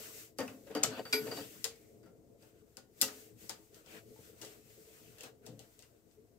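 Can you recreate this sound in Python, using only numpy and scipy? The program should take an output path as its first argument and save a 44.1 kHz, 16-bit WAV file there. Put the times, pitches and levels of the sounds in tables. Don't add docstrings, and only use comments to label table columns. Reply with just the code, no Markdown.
import sys
import numpy as np
from scipy import signal
from scipy.fft import rfft, irfft, next_fast_len
from scipy.io import wavfile
from scipy.ndimage import uniform_filter1d, map_coordinates

SR = 44100
rng = np.random.default_rng(int(sys.argv[2]) if len(sys.argv) > 2 else 0)


def boost(x):
    u = np.asarray(x, float) / 20
    return 10 ** u


def to_wav(sig):
    pcm = np.clip(np.atleast_2d(sig), -1, 1) * 32767
    pcm = np.round(pcm).astype(np.int16)
    wavfile.write(sys.argv[1], SR, pcm.T)


N = 281604
TOP_HZ = 15650


def unit(x):
    return x / np.sqrt(np.mean(x ** 2) + 1e-20)


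def along(points, hz):
    f, v = np.transpose(points)
    return np.interp(np.log(hz + 1), np.log(f + 1), v)


def wobble(rate):
    knots = rng.standard_normal(int(N * rate / SR) + 4)
    return map_coordinates(knots, [np.arange(N) * rate / SR])


def filtered(x, response):
    m = next_fast_len(x.shape[-1] + 8192)
    spectrum = rfft(x, m) * response(np.fft.rfftfreq(m, 1 / SR))
    return irfft(spectrum, m)[..., :x.shape[-1]]


def peaks(modes):
    def response(f):
        total = 0
        for k, (c, w, db) in enumerate(modes):
            total = total + (-1) ** k * boost(db) * 1j * f * w / (c * c - f * f + 1j * f * w)
        return total
    return response


def colour(spectrum):
    def gain(hz):
        return unit(boost(along(spectrum, hz)) * np.minimum(1, hz / spectrum[0][0]) ** 2)
    return gain


def swells(rows, column_order, sharper):
    edge_db = 14
    t, power = np.arange(0, N + 64, 64) / SR, 1e-14
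    for row in rows:
        u = (t - row[0]) / np.where(t < row[0], abs(row[1]), abs(row[2]))
        power = power + boost(2 * (row[column_order] - sharper * edge_db * u ** 2))
    return np.interp(np.arange(N) / SR, t, np.sqrt(power))


# [pitch_hz, likeness (1 = same)]
NOISE_ALIKE = [(60, 1), (180, 0.64), (550, 0.64), (1650, -0.26), (4970, 0.16), (15000, -0.16)]
# [pitch_hz, left_over_right_db]
NOISE_LEAN = [(60, 7), (180, 7), (550, 3.5), (1650, 3.5), (4970, 5.5), (15000, 2.0)]


def rush(gain, patchy_db):
    z = signal.stft(rng.standard_normal((2, N + 512)), nperseg=512)[2]
    field = uniform_filter1d(rng.standard_normal(z.shape[1:]), size=6, axis=0)
    field = uniform_filter1d(field, size=8, axis=1)
    pair = signal.istft(z * boost(patchy_db * unit(field)), nperseg=512)[1][:, :N]

    def spread(hz):
        turn = np.arccos(np.clip(along(NOISE_ALIKE, hz), -1, 1)) / 2
        return gain(hz) * np.array([np.cos(turn), np.sin(turn)])

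    def lean(hz):
        return boost(np.outer([.5, -.5], along(NOISE_LEAN, hz)))

    mid, side = filtered(pair, spread)
    return unit(filtered(np.array([mid + side, mid - side]), lean))


# [pitch_hz, time_to_fall_60db_s]
WALL_DECAY = [(200, 0.67), (1000, 0.3), (5000, 0.19), (14000, 0.16)]
# [pitch_hz, likeness (1 = same)]
WALL_ALIKE = [(300, 1), (800, 0.33), (2000, 0.036)]


def tail(length):
    hz, t, z = signal.stft(rng.standard_normal((2, length)), SR, nperseg=256)
    share = np.clip(along(WALL_ALIKE, hz), 0, 1)[:, None]
    z[1] = share * z[0] + np.sqrt(1 - share ** 2) * z[1]
    fade = boost(-60 * t / along(WALL_DECAY, hz)[:, None])
    pair = signal.istft(z * fade, SR, nperseg=256)[1]
    pair = pair / np.linalg.norm(pair[0])
    return np.pad(pair, ((0, 0), (130, 0))) * boost([[1.5], [-1.5]])


def ring(modes, t, attack, rough):
    luck = rng.normal(size=len(modes))
    drift = rough * np.cumsum(rng.standard_normal((len(modes), len(t))), axis=1) / np.sqrt(SR)
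    total = 0
    for (hz, db, t60), u, d in zip(modes, luck, drift):
        fade = np.exp(-np.log(1000) * t / t60)
        total = total + boost(db + 0.84 * u) * fade * np.sin(np.float32(2 * np.pi * hz * t + d))
    return total * (1 - np.exp(-t / attack))


def pings(rows, loose, wet_db, pan_db):
    out, t = np.zeros((2, N + SR)), np.arange(SR // 6) / SR
    for s, db, hz, t60 in rows:
        tone = ring([(hz, db, abs(t60))], t, attack=.0006, rough=loose)
        heard = boost(wet_db) * signal.fftconvolve(tone[None], tail(SR // 6), axes=1)
        heard[:, :len(t)] += tone * boost([[pan_db / 2], [-pan_db / 2]])
        out[:, round(s * SR):][:, :heard.shape[1]] += heard
    return out[:, :N]


# [pitch_hz, time_to_fall_60db_s]
FRAME = [(125, .2), (216, .2), (258, .24), (293, .16), (432, .36), (448, .22), (488, .11), (533, .12),
         (590, .1), (628, .12), (747, .18), (900, .12)]
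SPOTS = {"tip": [-9, -5.5, 0.5, -15, -39.5, -9, -3, 3, -2.5, -8.5, -16, -6.5], "mouth": [-14.5, -13.5, -4,
         0, -15.5, 1.5, -9, 0, -13.5, -5, -5.5, -8], "face": [-6.5, -4.5, -4.5, -16, -2.5, -7.5, -14.5, 2,
         -7, -4, -6.5, -7.5], "seat": [-15.5, -17, -1, -8, -13, -18, -24, -9, -9.5, -15.5, -15, -10.5]}
# [pitch_hz, level_db per Hz]
DULL = [(350, -29), (600, -10.5), (792, -7), (899, -10), (1460, -5), (2240, -10), (4000, -16), (5200, -59),
        (8800, -120)]


def strikes(hits, modes, spot, crack, wet_db, pan_db, lead_order, loose=8):
    out, t = np.zeros((2, N + SR)), np.arange(SR // 3) / SR
    frame = [(hz, db, t60) for (hz, t60), db in zip(FRAME, SPOTS[spot])]
    edge = boost(5 - 60 * t / .002) + boost(-2 - 60 * t / .009) + boost(-14 - 60 * t / .04)
    edge = edge * (1 - np.exp(-t / .0002))
    swell = boost(-60 * t / 0.064) * (1 - np.exp(-t / 0.0086))
    late = np.maximum(t - .003, 0)
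    crack_gain, dull_gain = colour(crack), colour(DULL)
    for s, db, dull_db, thud_db, ring_db in hits:
        bright = filtered(rng.standard_normal(len(t)), crack_gain)
        dull = filtered(rng.standard_normal(len(t)), dull_gain)
        tone = boost(ring_db) * ring(modes, t, attack=.0003, rough=loose)
        tone = tone + boost(thud_db - 5) * ring(frame, late, attack=.002, rough=8.9)
        near = bright * edge + boost(dull_db) * dull * swell + tone
        walls = tail(SR // 4)
        heard = boost(-7.5) * signal.fftconvolve(tone[None], walls, axes=1)

        def blow(hz):
            dull_size = boost(dull_db) * np.linalg.norm(swell)
            return np.hypot(np.linalg.norm(edge) * crack_gain(hz), dull_size * dull_gain(hz))

        heard[:, :walls.shape[1]] += filtered(walls, blow)
        heard *= boost(wet_db)
        heard[0, :len(t)] += near * boost(pan_db / 2)
        heard[1, lead_order:][:len(t)] += near * boost(-pan_db / 2)
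        out[:, round(s * SR):][:, :heard.shape[1]] += boost(db) * heard
    return out[:, :N]


# [pitch_hz, level_db per Hz]
AIR = [(12, -42.5), (20, -10), (114, 4), (192, -14.5), (315, -5), (369, -7), (433, -8), (595, -22.5),
       (687, -11), (780, -22.5), (900, -26), (1170, -60), (1980, -120)]
# [pitch_hz, level_db per Hz]
HISS = [(410, -20), (700, -0.5), (777, 0.5), (1500, -2), (2810, -17), (3550, -29), (3840, -22),
        (8040, -20.5), (9900, -32.5), (15600, -18)]


def still_room():
    def still(hz):
        hiss = boost(along(HISS, hz) - 21.0) * (hz > 600) * (hz < TOP_HZ)
        return np.hypot(boost(along(AIR, hz)), hiss)
    return boost(-70.5) * rush(still, patchy_db=0.1)


# [time_s, level_db]
GRIP = [(0.0, -63.5), (0.39, -68.5), (0.75, -61), (0.84, -70), (1.32, -53.5), (1.42, -58), (1.69, -69),
        (2.06, -60.5), (2.86, -71.5), (3.25, -62), (3.75, -68), (4.0, -62), (4.859, -66), (5.49, -63),
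        (5.69, -69), (6.38, -69)]
# [pitch_hz, width_hz, level_db]
HUM = [(113.7, 12, 2.5), (237, 41, -6.5), (318, 14, 0), (434.2, 30, 1), (562, 94, -13), (678, 26, -10.5)]


def frame_hum(skin):
    grip_db = np.interp(np.arange(N) / SR, *np.transpose(GRIP))
    effort = np.hypot(boost(grip_db + 2.5 + 0.83 * wobble(9)), boost(-4) * skin)
    frame_notes = peaks(HUM)
    return effort * rush(lambda hz: frame_notes(hz) * np.minimum(1, hz / 170) ** 2, patchy_db=-3.0)


# [pitch_hz, level_db per Hz]
SWISH = [(1180, -26.5), (2000, -3.5), (2380, -7), (3400, -8.5), (7440, -2), (8480, -1.5), (9490, -9.5),
         (11300, -4), (15600, -1.5), (16000, -12.5)]


def sleeve_swish(cloth, crinkle):
    def nylon(hz):
        return boost(along(SWISH, hz) - 50 * (hz > TOP_HZ))
    return cloth * boost(0.6 + 0.57 * crinkle) * rush(nylon, patchy_db=0.5)


# [pitch_hz, level_db per Hz]
RUB = [(350, -23), (600, 1), (769, -9), (886, -8), (1050, -8), (1460, -1.5), (2130, -9), (2620, -3),
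       (5000, -15), (6500, -26.5), (11000, -120)]


def skin_rub(skin, crinkle):
    return skin * boost(-1.54 + 0.37 * crinkle) * rush(lambda hz: boost(along(RUB, hz)), patchy_db=3.0)


# [peak_s, rise_s, fall_s, sleeve_db, skin_db]
BAR_ARM = [
    (.02, 0.13, 0.12, -50.5, -57),
    (.2, 0.18, 0.09, -52.5, -61),
    (.4, 0.025, 0.19, -59, -72.5),
    (.6, 0.13, 0.11, -70, -92),
    (.69, 0.079, 0.12, -66.5, -76),
    (.96, 0.22, 0.071, -62.5, -49),
    (1.29, 0.3, 0.33, -54, -57.5),
    (1.385, 0.066, 0.079, -55, -51),
    (1.56, 0.3, 0.22, -59.5, -67),
]
# [peak_s, rise_s, fall_s, sleeve_db, skin_db]
KEY_ARM = [(1.82, 0.15, 0.19, -70.5, -81), (2.06, .1, 0.061, -77.5, -84), (2.45, 0.066, 0.087, -69.5, -69),
           (2.599, 0.068, 0.035, -76.5, -73.5), (2.76, 0.14, 0.13, -76, -81),
           (3.0, 0.033, 0.17, -62, -71.5), (3.169, 0.19, 0.14, -57, -63.5),
           (3.43, 0.06, 0.098, -58.5, -68.5), (3.6, 0.17, 0.19, -68, -80),
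           (3.77, 0.05, 0.076, -63.5, -64.5), (3.954, 0.1, 0.056, -59, -53),
           (4.16, 0.27, 0.076, -67.5, -78), (4.28, 0.14, 0.061, -61, -66), (4.48, 0.15, 0.14, -59.5, -61.5),
           (4.72, 0.13, 0.18, -63.5, -70.5), (4.94, 0.19, 0.2, -63.5, -68.5), (5.1, 0.16, 0.152, -65, -68),
           (5.24, 0.077, 0.068, -60.5, -54.5), (5.46, 0.037, 0.1, -73, -66.5),
           (5.61, 0.029, 0.09, -74, -67), (5.79, 0.37, 0.14, -69.5, -75.5), (5.901, 0.066, 0.16, -78, -79),
           (6.12, 0.076, 0.073, -76, -79), (6.279, 0.2, 0.23, -96.5, -87.5)]


def background():
    moves = BAR_ARM + KEY_ARM
    cloth = np.hypot(swells(moves, column_order=3, sharper=0.88), boost(-78.5))
    skin = swells(moves, column_order=4, sharper=1)
    crinkle = wobble(34)
    return sleeve_swish(cloth, crinkle) + skin_rub(skin, crinkle) + frame_hum(skin) + still_room()


# [start_s, level_db, pitch_hz, time_to_fall_60db_s]
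THUMPS = [
    (0.857, -34, 116.3, 0.16),
    (1.399, -34, 114.3, 0.11),
    (4.191, -33.5, 99, 0.058),
    (5.476, -41, 126.3, 0.26),
    (5.525, -42.5, 117.7, 0.23),
]


def thumps():
    out, t = np.zeros(N + SR), np.arange(SR // 3) / SR
    for s, db, hz, t60 in THUMPS:
        modes = [(hz, 0, t60), (1.3 * hz, -4, t60), (1.8 * hz, -6, t60), (2.4 * hz, -8, t60)]
        out[round(s * SR):][:len(t)] += boost(db) * ring(modes, t, attack=0.022, rough=1.1)
    return out[:N] * boost([[2.5], [-2.5]])


# [start_s, level_db, pitch_hz, time_to_fall_60db_s]
FRAME_PINGS = [
    (.389, -30, 525, 0.059),
    (.405, -37, 494, 0.18),
    (.668, -49, 559, 0.17),
    (.7, -48.5, 500, .12),
    (.7105, -50, 540, 0.073),
    (.7515, -30.5, 524, 0.061),
    (1.133, -38, 432, 0.45),
    (1.309, -40, 463, 0.14),
    (1.648, -45, 454.6, 0.38),
]
# [start_s, level_db, pitch_hz, time_to_fall_60db_s]
BODY_PINGS = [
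    (1.129, -32.5, 2304, .17),
    (1.13, -35, 2393, .13),
    (1.179, -42, 2330, .09),
    (1.178, -47, 4850, .04),
    (3.0143, -23, 13000, .006),
    (3.019, -25, 10200, .006),
    (3.022, -42, 1949, .14),
    (3.024, -44, 1528, .1),
]
# [start_s, level_db, pitch_hz, time_to_fall_60db_s]
LATE_PINGS = [(.392, -51.5, 896, .16), (.39, -46, 1230, .09), (.406, -49, 703, 0.22),
              (1.142, -37.5, 431.2, 0.42), (1.1285, -34.5, 2487, 0.046), (1.13, -45, 7730, .12),
              (1.13, -47.5, 5840, .1), (1.132, -48.5, 2778, .1), (1.181, -44.5, 5130, .02),
              (3.02, -43, 269, .2), (3.022, -46, 1256, 0.17), (3.024, -42, 2977, .1),
              (3.027, -39.5, 3440, 0.035), (3.03, -43.5, 6029, .12), (4.418, -51, 451, .15),
              (4.445, -55, 454, .1), (4.447, -54, 1970, .05), (4.416, -51, 2850, .05), (5.21, -55, 470, .2),
              (5.292, -53.5, 429, .12), (3.497, -53, 900, .15), (2.772, -61, 1450, .15),
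              (.838, -42, 3000, .14), (.975, -54, 4680, .2)]


def lingering_notes():
    notes = pings(FRAME_PINGS + BODY_PINGS, loose=2.5, wet_db=-20, pan_db=4)
    notes = notes + pings(LATE_PINGS, loose=6, wet_db=-9, pan_db=4)
    palm_s, palm_width_s, palm_depth = 1.229, .009, .9
    return notes * (1 - palm_depth * np.exp(-((np.arange(N) / SR - palm_s) / palm_width_s) ** 2))


# [pitch_hz, level_db, time_to_fall_60db_s]
KEY = [(5200, -1, .007), (7300, -1.5, .005), (11400, -4, .004)]
# [pitch_hz, level_db per Hz]
CRACK = [(1180, -43.5), (2000, 1.5), (2130, -12.5), (2710, -0.5), (4260, 2.5), (8550, 3), (9250, -5),
         (13200, -5.5), (16000, -6.5)]
KNOCK = [(1180, -28), (2000, -12), (4260, -28), (4690, -1), (8630, -7.5), (9250, -11), (13400, -9.5),
         (16000, -22)]
DROP_CRACK = [(1180, -42.5), (2200, -13.5), (3500, -2), (5200, 3), (8500, 2), (9400, -4.5), (12000, 1.5),
              (15300, -3), (16000, -10)]
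# [start_s, crack_db, dull_db, frame_thud_db, ring_db], the last three beside the crack.
KEY_HITS = [(1.6427, -30.5, -15, -25.5, 8.5), (1.7579, -62.5, -25.5, -17.5, -16),
            (2.7698, -48, -9.5, -8, 7.5), (3.4945, -36.5, -8, -15.5, 5.5), (3.7445, -56, -39, -26, -9),
            (4.4152, -45.5, -11, -16, -28), (5.464, -47.5, -15, -6, -21), (5.5926, -50, -35, -13, -18),
            (5.7918, -54, -24, -12, -16), (5.824, -56.5, -7, -28, -6), (6.112, -71, -9.5, -9, -14)]
KEY_TICKS = [
    (2.031, -71, 5, -16.5, -5),
    (2.06, -71, 5, 11, -10),
    (3.0066, -52, -2.5, -23, -10),
    (3.0804, -45.5, 0.5, -19, -1.5),
    (3.4905, -54.5, 0.5, -29, -8.5),
]
KEY_DROP = [
    (3.0141, -17.5, -24, -29, -6),
    (3.0193, -20, -16, -20, -4),
    (3.029, -35, -6, -16, 5),
]
KEY_BOUNCES = [
    (2.4241, -60.5, -28, 2.5, -4),
    (3.8616, -55.5, -15, -3, -17),
    (4.428, -45.5, -5, -4, -14),
    (4.4485, -44, -18, -19, -21),
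    (5.184, -52.5, -16.5, -20, -9),
    (5.208, -44.5, -23.5, -24, -2),
    (5.2332, -42, -8, -9.5, -15.5),
]
KEY_CHATTER = [
    (1.6441, -31.5, -17, -44.5, -7),
    (1.6468, -41, -21.5, -28, -2.5),
    (1.652, -36, -5, -15.5, -7.5),
]
KEY_RATTLE = [
    (3.0125, -48, -30, -30.5, -16.5),
    (5.458, -59.5, -11, -12, -16),
    (4.4188, -45, -8, -19, -12),
    (4.4225, -45, -7, -20, -12),
    (4.4535, -54, -10, -11, -12),
    (4.463, -53, -15, -22, -12),
    (5.2385, -49, -16, -11, -12),
]
# [start_s, level_db, pitch_hz, time_to_fall_60db_s]
KEY_PINGS = [(2.03, -70, 1470, .15), (2.035, -74.5, 4700, 0.2), (2.058, -65.5, 1364, 0.25),
             (2.06, -71, 1910, 0.085), (2.424, -57.5, 4830, 0.022), (3.0066, -40, 4900, .015),
             (3.0145, -16.5, 7250, 0.0088), (3.0143, -16, 11100, 0.0062), (3.019, -19, 8360, 0.0088),
             (3.0192, -22, 4940, 0.017), (3.028, -37, 2735, 0.087), (3.0804, -37, 5414, 0.0099),
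             (3.745, -56, 4940, 0.018), (3.862, -69, 1390, 0.17), (3.8616, -58, 5100, .02),
             (4.161, -60, 880, 0.12), (4.19, -51, 437, 0.074), (5.078, -62, 2670, .06),
             (5.184, -58, 2660, 0.055), (5.206, -48.5, 2700, 0.064), (5.238, -50.5, 2560, 0.058),
             (5.464, -60, 2620, 0.053), (5.476, -54, 508, 0.54), (5.593, -57.5, 2910, 0.056),
             (5.6, -62, 785, .1), (5.8, -66, 2540, 0.046), (5.83, -64, 2790, 0.088),
             (5.83, -70, 2000, 0.077)]
# [start_s, level_db, pitch_hz, time_to_fall_60db_s]
SHAFT_HUM = [
    (1.7, -67, 2237, .4),
    (1.83, -72, 2138, 0.42),
]


def key_in_socket():
    key = strikes(KEY_HITS, KEY, "face", CRACK, wet_db=4.5, pan_db=17, lead_order=4)
    key = key + strikes(KEY_TICKS, KEY, "face", KNOCK, wet_db=4.5, pan_db=14.5, lead_order=4)
    key = key + strikes(KEY_DROP, KEY, "face", DROP_CRACK, wet_db=0.0, pan_db=7, lead_order=4)
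    key = key + strikes(KEY_BOUNCES, KEY, "face", CRACK, wet_db=2.0, pan_db=8.5, lead_order=4)
    key = key + strikes(KEY_CHATTER, KEY, "face", CRACK, wet_db=-7, pan_db=12.5, lead_order=4)
    key = key + strikes(KEY_RATTLE, KEY, "face", CRACK, wet_db=-3, pan_db=9, lead_order=4)
    key = key + pings(KEY_PINGS, loose=12, wet_db=-13, pan_db=5)
    return key + pings(SHAFT_HUM, loose=45, wet_db=-3, pan_db=4)


# [pitch_hz, level_db, time_to_fall_60db_s]
JAW = [(1316, -6, .15), (1868, -9, .1), (3515, -8, .1), (4700, -11, .25), (7068, -8, .1), (7795, -4, .09),
       (11535, -1, .15), (11580, -5, .12), (14710, -7, .11)]
# [pitch_hz, level_db per Hz]
CLANK = [(1180, -42.5), (2000, -8), (3300, -0.5), (7910, 6), (10700, -14.5), (11900, -4.5), (12900, -19.5),
         (15200, -12.5), (16000, -42)]
# [start_s, crack_db, dull_db, frame_thud_db, ring_db]
JAW_HITS = [
    (.8318, -29, -7, -13.5, -27.5),
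    (.8352, -16, -13, -19.5, -20),
    (.840, -33, -8, -10, -22),
]
# [pitch_hz, level_db, time_to_fall_60db_s]
SEAT = [(1480, -7.5, .19), (2120, -10, .09), (2251, -6, .11), (1900, -13, .09), (2600, -9, .08),
        (3396, -13, .12), (3870, -15, .12), (4490, -9, .07), (4635, -14, .2), (4824, 0, .12),
        (4897, -9, .09), (7704, -12, .12), (8882, -12, .13), (12476, -10, .28)]
# [pitch_hz, level_db per Hz]
SEAT_CRACK = [(1180, -17), (2300, 0.5), (3400, -3), (5200, 1), (8700, -5), (9400, -16), (13000, -17),
              (16000, -24.5)]
# [start_s, crack_db, dull_db, frame_thud_db, ring_db]
SEAT_HITS = [
    (1.1268, -24, -15, -40, -22),
    (1.1295, -28, -4, -3, 3),
]


def jaws_and_seat():
    jaws = strikes(JAW_HITS, JAW, "face", CLANK, wet_db=-4.5, pan_db=7.0, lead_order=3)
    return jaws + strikes(SEAT_HITS, SEAT, "seat", SEAT_CRACK, wet_db=-1, pan_db=3, lead_order=8, loose=5)


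# [pitch_hz, level_db, time_to_fall_60db_s]
BAR = [(1316, -9, .13), (1490, -8, .13), (1910, -12, .12), (2875, -9, .08), (4640, 0, .17), (4700, -4, .12),
       (7590, -14, .1), (11560, -15, .12)]
# [start_s, crack_db, dull_db, frame_thud_db, ring_db]
TIP_HITS = [
    (.3855, -36, 1.2, 3, -12),
    (.4045, -45, 7.1, 9, -17),
]
# [start_s, crack_db, dull_db, frame_thud_db, ring_db]
BAR_HITS = [
    (.4785, -50, 6.5, -8.5, -17),
    (.7505, -38, 4, 8, -10),
    (1.0528, -55.5, 13.5, 4, 7),
    (1.3135, -47.5, 6.5, 6.5, 3.5),
    (1.3681, -45, -7, -0.5, -9),
]
# [start_s, crack_db, dull_db, frame_thud_db, ring_db]
BAR_TOUCHES = [
    (0.669, -63, 11, 8, -18),
    (0.7, -66.5, 14, 19.5, -13.5),
    (0.7105, -57, 8, 8.5, -18),
    (0.764, -47, 8, 5, -3.5),
    (1.268, -49, 6.5, -5, -5),
    (1.342, -64, -3.5, -7, -9.5),
]
# [start_s, level_db, pitch_hz, time_to_fall_60db_s]
BAR_PINGS = [(.3855, -56, 4520, 0.17), (.3875, -55.5, 2890, .1), (.394, -46.5, 1518, .15),
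             (.398, -46, 1129, 0.19), (.402, -45.5, 1853, .15), (.4785, -41.5, 2590, 0.028),
             (.4795, -56, 2880, 0.12), (.4785, -55.5, 5300, .05), (.7505, -42, 3000, 0.072),
             (.756, -46.5, 4670, 0.17), (.752, -44, 1270, 0.13), (1.128, -36, 2400, .06),
             (1.13, -42.5, 3920, 0.17), (1.131, -46, 3450, 0.1), (1.1268, -33, 5340, .015),
             (1.271, -52.5, 2580, .1), (1.3145, -40.5, 4673, 0.083), (1.3195, -43, 4687, 0.061),
             (1.343, -49, 4690, 0.068), (1.3686, -40, 4640, .06), (1.372, -46, 3900, 0.072),
             (1.383, -47, 4600, 0.056), (1.4, -52, 4714, 0.097)]


def bar_knocks():
    tip = strikes(TIP_HITS, BAR, "tip", KNOCK, wet_db=2.0, pan_db=7.5, lead_order=3)
    mouth = strikes(BAR_HITS + BAR_TOUCHES, BAR, "mouth", KNOCK, wet_db=1.0, pan_db=4.5, lead_order=3)
    return tip + mouth + pings(BAR_PINGS, loose=17, wet_db=-6, pan_db=3)


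# [peak_s, rise_s, fall_s, frame_db, bar_ring_db]
DRAG = [
    (.69, .02, 0.12, -61, -80),
    (.8, .06, .06, -74, -76),
    (.96, 0.072, 0.089, -49.5, -61),
    (1.08, 0.026, 0.12, -75, -75.5),
    (1.27, .06, 0.044, -66, -67.5),
    (1.33, 0.062, 0.016, -47, -80),
    (1.39, 0.055, 0.05, -53.5, -62),
]


def bar_scrape():
    frame_gain = swells(DRAG, column_order=3, sharper=1.0)
    bar_gain = swells(DRAG, column_order=4, sharper=0.79)
    catches = (rng.random((2, N)) < .02) * rng.standard_normal((2, N)) * boost(6.1 * wobble(40))
    catches = catches + .6 * catches[::-1]
    bar_modes = [(hz, 2.2 / t60 + 30, db + 6.0 * (hz < 3000)) for hz, db, t60 in BAR]
    frame_modes = [(hz, 3.7 / t60 + 12, db) for (hz, t60), db in zip(FRAME, SPOTS["mouth"])]
    bar = unit(filtered(catches, peaks(bar_modes)))
    frame = unit(filtered(catches, peaks(frame_modes)))
    return (bar_gain * bar + frame_gain * frame) * boost([[1.5], [-1.5]])


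# [pitch_hz, left_over_right_db]
HIT_LEAN = [(150, 0.5), (350, 0), (700, -1), (1400, -3.5), (2800, -3), (5600, 0.8), (10000, -0.4),
            (14000, -6)]


def scene():
    def small_parts(hz):
        no_bass = (1j * hz / (85 + 1j * hz)) ** 2
        lean = boost(np.outer([.5, -.5], along(HIT_LEAN, hz))) * (hz < TOP_HZ + 800)
        return no_bass * boost(-16 * (hz > TOP_HZ + 250)) * lean

    room = background()
    contacts = thumps() + lingering_notes() + key_in_socket()
    contacts = contacts + jaws_and_seat() + bar_knocks() + bar_scrape()
    return filtered(contacts, small_parts) + room


def roll_off(x):
    return signal.sosfilt(signal.butter(12, 16520, fs=SR, output="sos"), x)


def record(dry):
    return roll_off(dry)


dry = scene()
out = record(dry)
to_wav(out)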